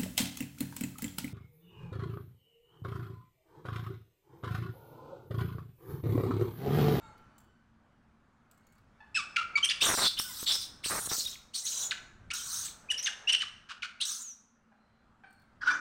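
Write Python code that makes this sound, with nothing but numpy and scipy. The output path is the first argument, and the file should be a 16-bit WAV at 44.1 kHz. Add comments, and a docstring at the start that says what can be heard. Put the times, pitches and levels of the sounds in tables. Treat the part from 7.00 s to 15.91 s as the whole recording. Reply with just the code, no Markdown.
"""Monkey quarrel on a walled terrace

Monkeys quarrel over food on concrete: clear squeaks (overtone stacks) break into harsh screeches
(noise and jumping whistles in five throat modes). A low crackle of one-sided snaps joins in while
they scramble and jump; small ticks, faint notes and a background hum of shaped noise lie around them.
The walls throw calls and ticks back as slaps and a fading tail; the sound stops dead near the end."""
import sys
import numpy as np
from scipy import signal
from scipy.io import wavfile
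from scipy.ndimage import uniform_filter1d

SR = 44100
rng = np.random.default_rng(int(sys.argv[2]) if len(sys.argv) > 2 else 0)


def bounce(signal):
    """Save signal as a 16-bit WAV file at the path given by the first command-line argument."""
    frames = np.transpose(np.atleast_2d(signal))
    limited = np.clip(frames, -1, 1)
    pcm = np.round(limited * 32767).astype(np.int16)
    wavfile.write(sys.argv[1], SR, pcm)


N = 392931


def amp(db):
    """Decibels to linear gain."""
    return 10 ** (np.asarray(db) / 20)


def evened(x):
    """Scales a signal to an rms of 1."""
    return x / np.sqrt(np.mean(x ** 2) + 1e-20)


def read(points, hz):
    """Reads a curve of (frequency, value) points along a log frequency axis."""
    point_hz, value = np.transpose(points)
    return np.interp(np.log(hz + 1), np.log(point_hz + 1), value)


def add(mix, start_s, sound):
    """Lays a sound into the mix in place, trimmed at the end."""
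    part = mix[round(start_s * SR):][:len(sound)]
    part += sound[:len(part)]


def wander(hz):
    """Smooth random curve of rms 1 that changes about hz times a second."""
    r = np.exp(-2 * np.pi * hz / SR)
    return evened(signal.lfilter([1], np.poly([r, r, r]), rng.standard_normal(N)))


def resonate(x, hz, width_hz):
    """Steep moving resonance: shifts the curve hz to zero, smooths twice, shifts back."""
    turn = np.exp(2j * np.pi * np.cumsum(hz * np.ones(len(x))) / SR)
    r = np.exp(-np.pi * width_hz / SR)
    smoothed = signal.lfilter([1], np.convolve([1, -r], [1, -r]), x / turn)
    return (turn * smoothed).real


def colour(x, points):
    """Causal minimum-phase filter with the given spectrum."""
    log_gain = np.log(amp(read(points, abs(np.fft.fftfreq(4096, 1 / SR)))))
    spectrum = np.exp(np.conj(signal.hilbert(log_gain)))
    return signal.oaconvolve(x, np.fft.ifft(spectrum).real[:2048])[:len(x)]


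# spectral balance of the hum before levelling: pitch_hz [Hz], level_db [dB per Hz, relative]
HUM_COLOUR = [(20, -7), (60, 1.5), (150, -3.5), (300, -11), (600, -8.5), (1000, -8), (1400, -5.5),
              (2000, -16), (4000, -26.5), (8000, -34), (16000, -51)]
# levels of the two bands of the hum: time_s [s], rumble_db [dB rms], murmur_db [dB rms]
HUM_LEVELS = [(0.0, -57, -61.5), (0.56, -70, -72), (1.83, -68, -70.5), (2.51, -62.5, -61), (3.95, -59, -64),
              (4.02, -60, -54), (4.53, -66.5, -69.5), (4.85, -67, -54.5), (5.14, -58, -68),
              (6.33, -70, -57), (6.48, -64, -67), (7.31, -79, -74.5), (8.65, -64, -69), (8.75, -75, -85)]
DRONE_HZ, DRONE_WIDTH_HZ, DRONE_DB = 225, 45, -72.5  # a wavering low tone


def hum():
    """Background noise in two bands, low rumble and murmur, that rise and fall over a narrow noise drone."""
    frames, hz = N // 256 + 5, np.fft.rfftfreq(1024, 1 / SR)
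    real, imaginary, patches = rng.standard_normal((frames, 513, 3)).T
    patches = uniform_filter1d(patches, 6, 0)  # smooth across frequency
    patches = evened(uniform_filter1d(patches, 16, 1))  # smooth across time
    noise = (real + 1j * imaginary) * amp(read(HUM_COLOUR, hz)[:, None] + 1.6 * patches)
    low = (hz < 350)[:, None]
    rumble, murmur = (evened(signal.istft(noise * band, nperseg=1024, noverlap=768)[1][:N])
                      for band in (low, ~low))
    time_s, rumble_db, murmur_db = np.transpose(HUM_LEVELS)
    t = np.arange(N) / SR
    drone = amp(DRONE_DB) * evened(resonate(rng.standard_normal(N), DRONE_HZ, DRONE_WIDTH_HZ))
    return amp(np.interp(t, time_s, rumble_db)) * rumble + amp(np.interp(t, time_s, murmur_db)) * murmur + drone


# how long each band rings between the walls: pitch_hz [Hz], t60_s [s]
WALL_DECAY = [(500, 0.65), (1300, 1), (3000, 0.5), (6000, 0.57), (9000, 0.46), (14000, 0.41)]
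# slaps off the nearest walls: delay_s [s], level_db [dB against the whole tail]
WALL_SLAPS = [(0.019, -3), (.032, -3), (.062, -5.5)]


def terrace(x):
    """A few slaps off near walls over sparse random taps that die band by band; echoes only."""
    taps = np.zeros(SR)
    at = np.arange(400, SR - 20, 20) + rng.integers(0, 20, (SR - 401) // 20)
    taps[at] = rng.choice([-1., 1.], len(at))
    hz, t, bands = signal.stft(taps, SR, nperseg=256)
    tail = signal.istft(bands * amp(-60 * t / read(WALL_DECAY, hz)[:, None]), SR, nperseg=256)[1]
    tail /= np.linalg.norm(tail)
    for delay_s, level_db in WALL_SLAPS:
        add(tail, delay_s, amp([level_db]))
    return signal.fftconvolve(x, tail)[:N]


# small dry clicks: start_s [s], level_db [dB at the start, before trim and low cut], pitch_hz [Hz]
CLICKS = [(.179, -65, 4430), (.3815, -56, 7580), (0.403, -65, 7300), (1.513, -58, 7840),
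          (1.577, -67.5, 7810), (1.668, -63.5, 6830), (1.723, -65, 7840), (1.752, -72, 6940),
          (1.7813, -68.5, 4380), (8.306, -69.5, 8510), (8.3287, -66, 8460), (8.397, -72, 4340),
          (8.4194, -70.5, 4070)]


def ticks():
    """Small dry bits (claws, crumbs) click on the concrete: decaying noise with a little ring."""
    out, t = np.zeros(N), np.arange(600) / SR
    for start_s, level_db, pitch_hz in CLICKS:
        burst = rng.standard_normal(600) * amp(-60 * t / 0.055)
        ring = evened(resonate(burst, pitch_hz, 1400))
        add(out, start_s, amp(level_db) * (0.79 * burst + ring / 4))
    return signal.sosfilt(signal.butter(2, 1800, "high", fs=SR, output="sos"), out)


# bursts of crackle: start_s [s], length_s [s], level_db [dB at the peak], peak_place [0-1 of the length]
CRACKLE_BURSTS = [(2.821, 0.13, -30, 0.6), (2.974, 0.1, -30.5, 0.82), (3.488, 0.078, -46, 0),
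                  (3.899, 0.1, -33, 0.37), (4.108, 0.052, -39, 0.13)]
# single cracks, loud and faint: start_s [s], peak_db [dB]
SINGLE_CRACKS = [(2.824, -33.5), (2.849, -44), (2.943, -31.5), (2.986, -44.5), (3.198, -25.5), (3.204, -64),
                 (3.429, -30.5), (3.517, -50), (3.861, -28.5), (4.059, -36), (4.074, -29.5), (4.117, -29),
                 (4.183, -37), (4.555, -58)]
# colour of a crack: pitch_hz [Hz], gain_db [dB]
CRACK_COLOUR = [(30, -3), (200, 0), (700, 2), (1300, 7), (2200, -1), (5000, -34.5), (16000, -26)]
CRACKLE_ENDS_DB = -7  # a burst starts and ends this far under its peak


def crackle():
    """Uneven one-sided snaps, dense in bursts; single cracks, loud and faint, alone or within the bursts."""
    t, level = np.arange(N) / SR, np.zeros(N)
    for start_s, length_s, level_db, peak_place in CRACKLE_BURSTS:
        u = (t - start_s) / length_s
        swell_db = np.interp(u, [0, peak_place, 1], [CRACKLE_ENDS_DB, 0, CRACKLE_ENDS_DB])
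        level += amp(level_db + swell_db) * (u > 0) * (u < 1)
    snaps = (rng.random(N) < 1100 / SR) * amp(1.7 * np.minimum(rng.exponential(1, N), 3))
    snaps = snaps * amp(2.0 * wander(65.9))
    centred = snaps - uniform_filter1d(snaps, 2000)
    out = -level * evened(colour(centred, CRACK_COLOUR))
    sprays = rng.uniform(0, 1, size=(len(SINGLE_CRACKS), 60))
    for (start_s, peak_db), spray in zip(SINGLE_CRACKS, sprays):
        pop = colour(np.pad(spray ** 4, (0, 2000)), CRACK_COLOUR)
        add(out, start_s, -amp(peak_db) * pop / pop.max())
    return out


# colour of the air in a rough note: pitch_hz [Hz], gain_db [dB, relative]
BREATH_COLOUR = [(500, -42), (1500, -1), (3000, 7.5), (6000, -4), (9000, -16.5), (11000, -28.5),
                 (16000, -47.5)]


def unsteadiness():
    """Three curves that roughen the notes: pitch shake, strength flutter and coloured breath."""
    return wander(490), wander(300), evened(colour(rng.standard_normal(N), BREATH_COLOUR))


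# how the mouth weighs the overtones: pitch_hz [Hz], gain_db [dB]
MOUTH_COLOUR = [(600, -22), (900, -3), (1700, 4), (3000, 1.5), (6000, 1), (9000, 1.5), (14000, -28)]
LONG_S = .08  # longer notes glide evenly
EASE = 2.2  # a short glide starts fast and settles: the power of the time left
EDGE_HZ = 15950  # upper limit of overtones and of the whole sound


def sing(note, shake, flutter, breath):
    """Tight folds sing an overtone stack; roughness shakes pitch and strength and lets breath through."""
    start_s, length_s, pitch_hz, glide_oct, level_db, slope_db, rough = note
    u = np.linspace(0, 1, round(length_s * SR))
    first = round(start_s * SR)
    now, rough = slice(first, first + len(u)), np.clip(rough, 0, 1)
    ease = EASE if length_s < LONG_S else 1
    hz = pitch_hz * 2 ** (glide_oct * (.5 ** ease - (1 - u) ** ease))
    turns = np.cumsum(hz * (1 + .085 * rough * shake[now])) / SR
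    stack = np.zeros(len(u))
    for k in range(1, 9):
        gain = amp(slope_db * (k - 1) + read(MOUTH_COLOUR, k * hz)) * (k * hz < EDGE_HZ)
        stack += gain * np.sin(2 * np.pi * k * turns)
    voice = stack * (1 + 0.86 * rough * flutter[now]) + 0.87 * rough * breath[now]
    swell = np.tanh(2.2 * np.sin(np.pi * u ** .9) ** 1.5)
    return amp(level_db) * voice * swell


# soft calls, dying call tails, faint held tones and a low grunt under the last call:
# start_s [s], length_s [s], pitch_hz [Hz mid-note], glide_oct [octaves],
# level_db [dB before mouth colour], slope_db [dB per overtone], rough [0-1, clipped]
FAINT_NOTES = [(0.00086, 0.15, 865, -0.2, -54.5, -39, 0.12), (.001, 0.141, 1360, -0.063, -60, -27, 0.18),
               (0.0033, 0.67, 1503, .001, -81.5, -5, 0.18), (.002, 0.132, 2190, -0.12, -71, -5, 0.13),
               (0.00098, 0.097, 3750, 0.024, -72, -3, 0.18), (1.51, 0.32, 2200, 0.092, -84.5, -4, 0.1),
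               (2.003, 0.015, 878, 0.086, -49, -6.5, 0.15), (7.715, 0.019, 820, -0.19, -52.5, -13.5, .53),
               (7.7, 0.43, 4100, -0.0085, -87, -32.5, 0.28), (8.235, 0.025, 743, -0.19, -43.5, -9.5, 0.66),
               (8.225, 0.24, 4340, -.02, -80, -7, 0.23), (8.62, 0.19, 285, -0.068, -34.5, -12.5, 0.93)]


def faint_notes(shake, flutter, breath):
    """Soft calls, call tails, held tones and a low grunt, sung with only a trace of breath."""
    out = np.zeros(N)
    for note in FAINT_NOTES:
        add(out, note[0], sing(note, shake, flutter, 0.038 * breath))
    return out


# clear notes: start_s [s], length_s [s], pitch_hz [Hz mid-note], glide_oct [octaves],
# level_db [dB before mouth colour], slope_db [dB per overtone], rough [0-1, clipped]
CLEAR_NOTES = [(2.144, 0.045, 2618, .02, -28.5, -8, 0.25), (2.156, 0.063, 1281, -.9, -35.5, -3.27, .1),
               (2.36, 0.014, 2470, -0.27, -29.5, -25, 0.87), (2.365, 0.041, 1376, -0.13, -29, -9.5, 0.27),
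               (2.408, 0.017, 1285, -0.17, -31.5, -47, 0.23), (2.554, 0.019, 2292, .02, -20, -14, 0.03),
               (2.57, 0.024, 1179, -0.25, -29, -4, 0.46), (2.627, .024, 3135, .15, -21.5, -16, .1),
               (2.642, 0.027, 2903, 0.046, -32.5, -1.5, 0.6), (2.688, 0.0085, 3460, -0.0014, -25, -18.5, 0),
               (2.693, 0.037, 3260, -0.91, -30, -13, 1), (2.804, 0.06, 3380, 0.87, -28, -8, 0.24),
               (2.981, 0.12, 4270, .2, -41, -12, 0.15), (3.175, .024, 3400, 0.5, -35, -18, .07),
               (3.188, 0.015, 5370, 0.18, -28.5, -4, 0.2), (3.243, 0.053, 1483, -0.049, -50, -20, .02),
               (3.287, 0.044, 1000, -0.2, -51.5, -5.5, 0.06), (3.464, 0.051, 3630, -.04, -32, -8, 0),
               (3.836, 0.044, 4580, 1.8, -39, -15, 0.83), (4.26, 0.013, 3764, .01, -29, -24.5, 0),
               (4.352, 0.0095, 2370, -1.2, -49, -13, 0.1), (4.535, 0.037, 3850, 0.74, -45, -6, 0.06),
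               (4.634, 0.027, 2020, .02, -59, 4.5, 0.2), (4.826, 0.059, 6940, .01, -35, -6.5, .04),
               (4.908, .014, 3353, -0.6, -31.5, -23, 0.77), (4.911, .022, 1734, -1.3, -37, -5.5, 0.65),
               (5.302, 0.022, 2710, 0.73, -36.5, -7, 0.57), (5.306, .06, 1420, 0.15, -45.5, -18, 0.54),
               (5.648, 0.029, 7740, .01, -40, -20, 0.3), (5.677, .014, 2510, -1.2, -51.5, -12, .2),
               (5.886, 0.039, 2750, 0.32, -38.5, -33.5, 0.04), (5.9, 0.022, 2907, -.05, -24.5, -15, 0.02),
               (5.904, 0.027, 1817, -1.02, -44.5, 0, 0.5), (5.934, 0.023, 2976, -0.068, -35.5, -21.5, 0.31),
               (5.974, 0.038, 5750, 0.19, -33.5, -8, 0.34), (6.025, 0.019, 5750, -1.13, -35.5, -1, 0.3),
               (6.042, 0.019, 6260, -0.14, -28.5, -9.5, 0.1), (6.057, 0.026, 3020, -0.55, -28.5, -9, 0.62),
               (6.067, .03, 1647, -.8, -35.5, -8, 0.42), (6.272, 0.032, 2897, 0.17, -23, -17.5, 0.09),
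               (6.287, 0.027, 2988, 0.19, -21.5, -13, .31), (6.322, 0.016, 2763, .1, -26.5, -3, 0.34),
               (6.331, 0.019, 3153, 0.32, -25.5, -29, 0.4), (6.347, .0089, 3016, .04, -17.5, -18, .25),
               (6.401, .028, 2994, .07, -30.5, -23, 0.35), (6.415, 0.03, 1452, -1.47, -40, -4, 0.49),
               (6.686, 0.051, 1424, -0.28, -46.5, -5.5, 1.06),
               (6.821, 0.017, 2460, -0.64, -36.5, -19, 0.55),
               (6.829, 0.035, 1470, 0.024, -39.5, -5.5, 0.69), (7.001, 0.043, 3340, 0.53, -33, -21, 0.1),
               (7.199, 0.011, 7000, -.23, -48.5, 3, .02), (7.215, 0.13, 6290, -.38, -43, -13, 0.06),
               (8.632, 0.0099, 1468, 0.067, -30, -24, 0.03), (8.66, 0.011, 1410, -0.15, -32, -26, 0.08),
               (8.669, 0.026, 1494, 0.21, -21.5, -26, 0.13), (8.691, 0.015, 1485, .01, -20.5, -28, 0.05),
               (8.7, 0.026, 1186, .05, -34, -4.5, 0.2)]


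def squeaks(shake, flutter, breath):
    """Clear notes sung with full breath."""
    out = np.zeros(N)
    for note in CLEAR_NOTES:
        add(out, note[0], sing(note, shake, flutter, breath))
    return out


# throat path, one list a scream: time_s [s], main_db [dB, main mode], main_hz [Hz],
# next_hz [Hz, next mode], upper_db [dB, reference for all other modes]
SCREAM_PATHS = [
    [(2.808, -32, 3470, 5490, -45.5), (2.826, -24.5, 3460, 5600, -31.5), (2.892, -41.5, 3579, 5920, -32.5),
     (2.948, -45, 3860, 5560, -36.5), (3.054, -24, 4028, 5330, -33), (3.08, -27.5, 4080, 5360, -39.5),
     (3.085, -36.5, 4060, 5240, -37)],
    [(3.172, -43.5, 3253, 5282, -52.5), (3.186, -34, 3246, 5290, -44.5), (3.192, -40, 3360, 5280, -29.5),
     (3.258, -61.5, 3331, 5610, -42.5), (3.368, -47, 4140, 5660, -39), (3.444, -47, 3895, 5500, -35.5),
     (3.45, -48.5, 3874, 5490, -39)],
    [(3.462, -39, 3677, 5170, -44.5), (3.468, -28.5, 3713, 5170, -43), (3.48, -25.5, 3690, 5170, -36.5),
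     (3.558, -37, 3920, 5185, -34), (3.584, -79, 3930, 5450, -46), (3.62, -42, 3867, 5590, -41),
     (3.67, -54, 3948, 5600, -52)],
    [(3.832, -52, 3530, 5170, -64), (3.844, -45.5, 3602, 5210, -41), (3.856, -46, 4000, 5300, -36.5),
     (3.912, -44, 3910, 5840, -34.5), (4.054, -53.5, 3840, 6595, -38.5), (4.07, -42, 4050, 6300, -34.5),
     (4.077, -57, 4010, 6380, -41.5)],
    [(4.09, -42, 3810, 5880, -39), (4.134, -40.5, 4140, 5790, -33.5), (4.176, -44.5, 4170, 5730, -38),
     (4.196, -32.5, 4290, 5640, -34), (4.246, -51, 3850, 5630, -46), (4.258, -38, 3800, 5630, -37)],
    [(4.272, -46, 3730, 5600, -38), (4.278, -52, 3740, 5560, -43.5), (4.342, -52, 3760, 6480, -54.5),
     (4.35, -49, 3740, 6580, -52)],
    [(4.538, -48.5, 4040, 5950, -56.5), (4.552, -35.5, 4090, 5870, -38.5), (4.594, -48, 4040, 6080, -42.5),
     (4.633, -61, 4020, 6190, -50)],
    [(4.652, -53, 3800, 6270, -33.5), (4.678, -36, 3790, 6220, -31.5), (4.692, -47.5, 3928, 6210, -32.5),
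     (4.788, -44, 3822, 6300, -32.5), (4.842, -45, 3787, 6840, -31), (4.878, -62, 3800, 6920, -42)],
    [(5.337, -52, 3728, 5770, -32), (5.345, -44, 3790, 5740, -39), (5.439, -50.5, 3960, 6240, -43),
     (5.495, -47.5, 4180, 6220, -40.5), (5.537, -47.5, 3854, 6010, -36.5), (5.665, -50.5, 3927, 6370, -41),
     (5.72, -55.5, 3680, 6340, -62)],
    [(7.005, -39.5, 3510, 5940, -55), (7.013, -30, 3520, 5900, -38.5), (7.027, -29.5, 3540, 5800, -43),
     (7.042, -45, 3540, 5760, -38)],
    [(7.054, -34, 3660, 6010, -32), (7.06, -57, 3650, 5950, -41.5), (7.1, -44, 3873, 5990, -39),
     (7.182, -59, 4040, 6390, -48), (7.235, -68, 3890, 6730, -46)],
    [(8.612, -61, 4100, 5210, -63), (8.618, -56, 4200, 5180, -57.5), (8.658, -60, 3850, 5380, -61),
     (8.664, -55, 3644, 5350, -53.5), (8.714, -59, 3585, 5760, -48), (8.796, -75, 3720, 5980, -65),
     (8.8, -64, 3555, 5990, -63)],
]
# colour of each scream against upper_db: next_db [dB], top_db [dB], low_db [dB], air_db [dB, thin air above]
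SCREAM_COLOURS = [(-2, -2.5, -17, -9.5), (-10.5, -9.5, -22.5, -8.5), (-0.5, -6, -23.5, -12.5),
                  (-8, -2.5, -18.5, -10), (-0.5, -5.5, -30, -7.5), (1, -8, -29, -7), (0, -0.5, -28, -14),
                  (-4.5, -12, -32, -19.5), (-2, -5.5, -16.5, -11.5), (-4, -2, -37, -30),
                  (1.5, -4, -16.5, -12), (2, -25, 16, -37)]
TOP_HZ, LOW_HZ, AIR_HZ = 8460, 1379, 14100
WIDTHS_HZ = [1090, 1360, 1500, 560.4, 7200]  # each smoothing pass: main, next, top, low, air
EDGE_S = 0.0095  # a scream opens and shuts this quickly
JUMPS_PER_S = 45  # average rate at which a whistle breaks to another pitch


def screams():
    """Folds slap without order: five throat modes hold noise and a breaking whistle, weak in the widest."""
    t = np.arange(N) / SR
    time_s, *columns = np.concatenate(SCREAM_PATHS).T
    main_db, main_hz, next_hz, upper_db = (np.interp(t, time_s, column) for column in columns)
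    gates = np.array([np.clip(.5 + np.minimum(t - rows[0][0], rows[-1][0] - t) / EDGE_S, 0, 1)
                      for rows in SCREAM_PATHS])
    levels_db = [main_db, *(upper_db + np.transpose(SCREAM_COLOURS) @ (gates > 0))]
    ragged, throat = amp(0.88 * wander(500) + 0.41 * wander(50)), np.zeros(N)
    modes_hz = [main_hz, next_hz, TOP_HZ, LOW_HZ, AIR_HZ]
    for hz, width_hz, mode_db in zip(modes_hz, WIDTHS_HZ, levels_db):
        hiss = evened(resonate(rng.standard_normal(N), hz * (1 + 0.075 * wander(37)), width_hz))
        # index of the latest break, held until the next one
        jump = np.maximum.accumulate(np.arange(N) * (rng.random(N) < JUMPS_PER_S / SR))
        held_hz = hz + width_hz * .3 * wander(200)[jump]
        lurch_hz = held_hz + min(width_hz, 1500) * .07 * wander(500)
        whistle = np.sin(2 * np.pi * np.cumsum(lurch_hz) / SR) * amp(3.5 * wander(70))
        blend = evened(hiss + .9 * whistle * min(1, 3000 / width_hz))
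        throat += amp(mode_db + 1.1 * wander(60)) * blend
    return gates.sum(0) * ragged * throat


def scene():
    """Calls, faint notes and ticks with their echoes, over the crackle and the hum."""
    curves = unsteadiness()
    faint = faint_notes(*curves)
    calls = screams() + squeaks(*curves)
    low_cut = signal.butter(4, 850, "high", fs=SR, output="sos")  # small mouths give no bass
    clear = signal.sosfilt(low_cut, calls) + ticks()
    echoes = terrace(amp(-11.5) * clear + amp(-3.5) * faint)
    return (clear + faint + echoes + crackle() + hum())[None]


END_S = 8.8  # silent from here on


def record(dry):
    """Cuts the sound off with a 1.8 ms fade, then limits the band."""
    kept = dry * np.clip((END_S - np.arange(N) / SR) / 0.0018, 0, 1)
    low_pass = signal.firwin(511, EDGE_HZ, window=("kaiser", 9), fs=SR)
    return signal.oaconvolve(kept, low_pass[None], "same")


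dry = scene()
out = record(dry)
bounce(out)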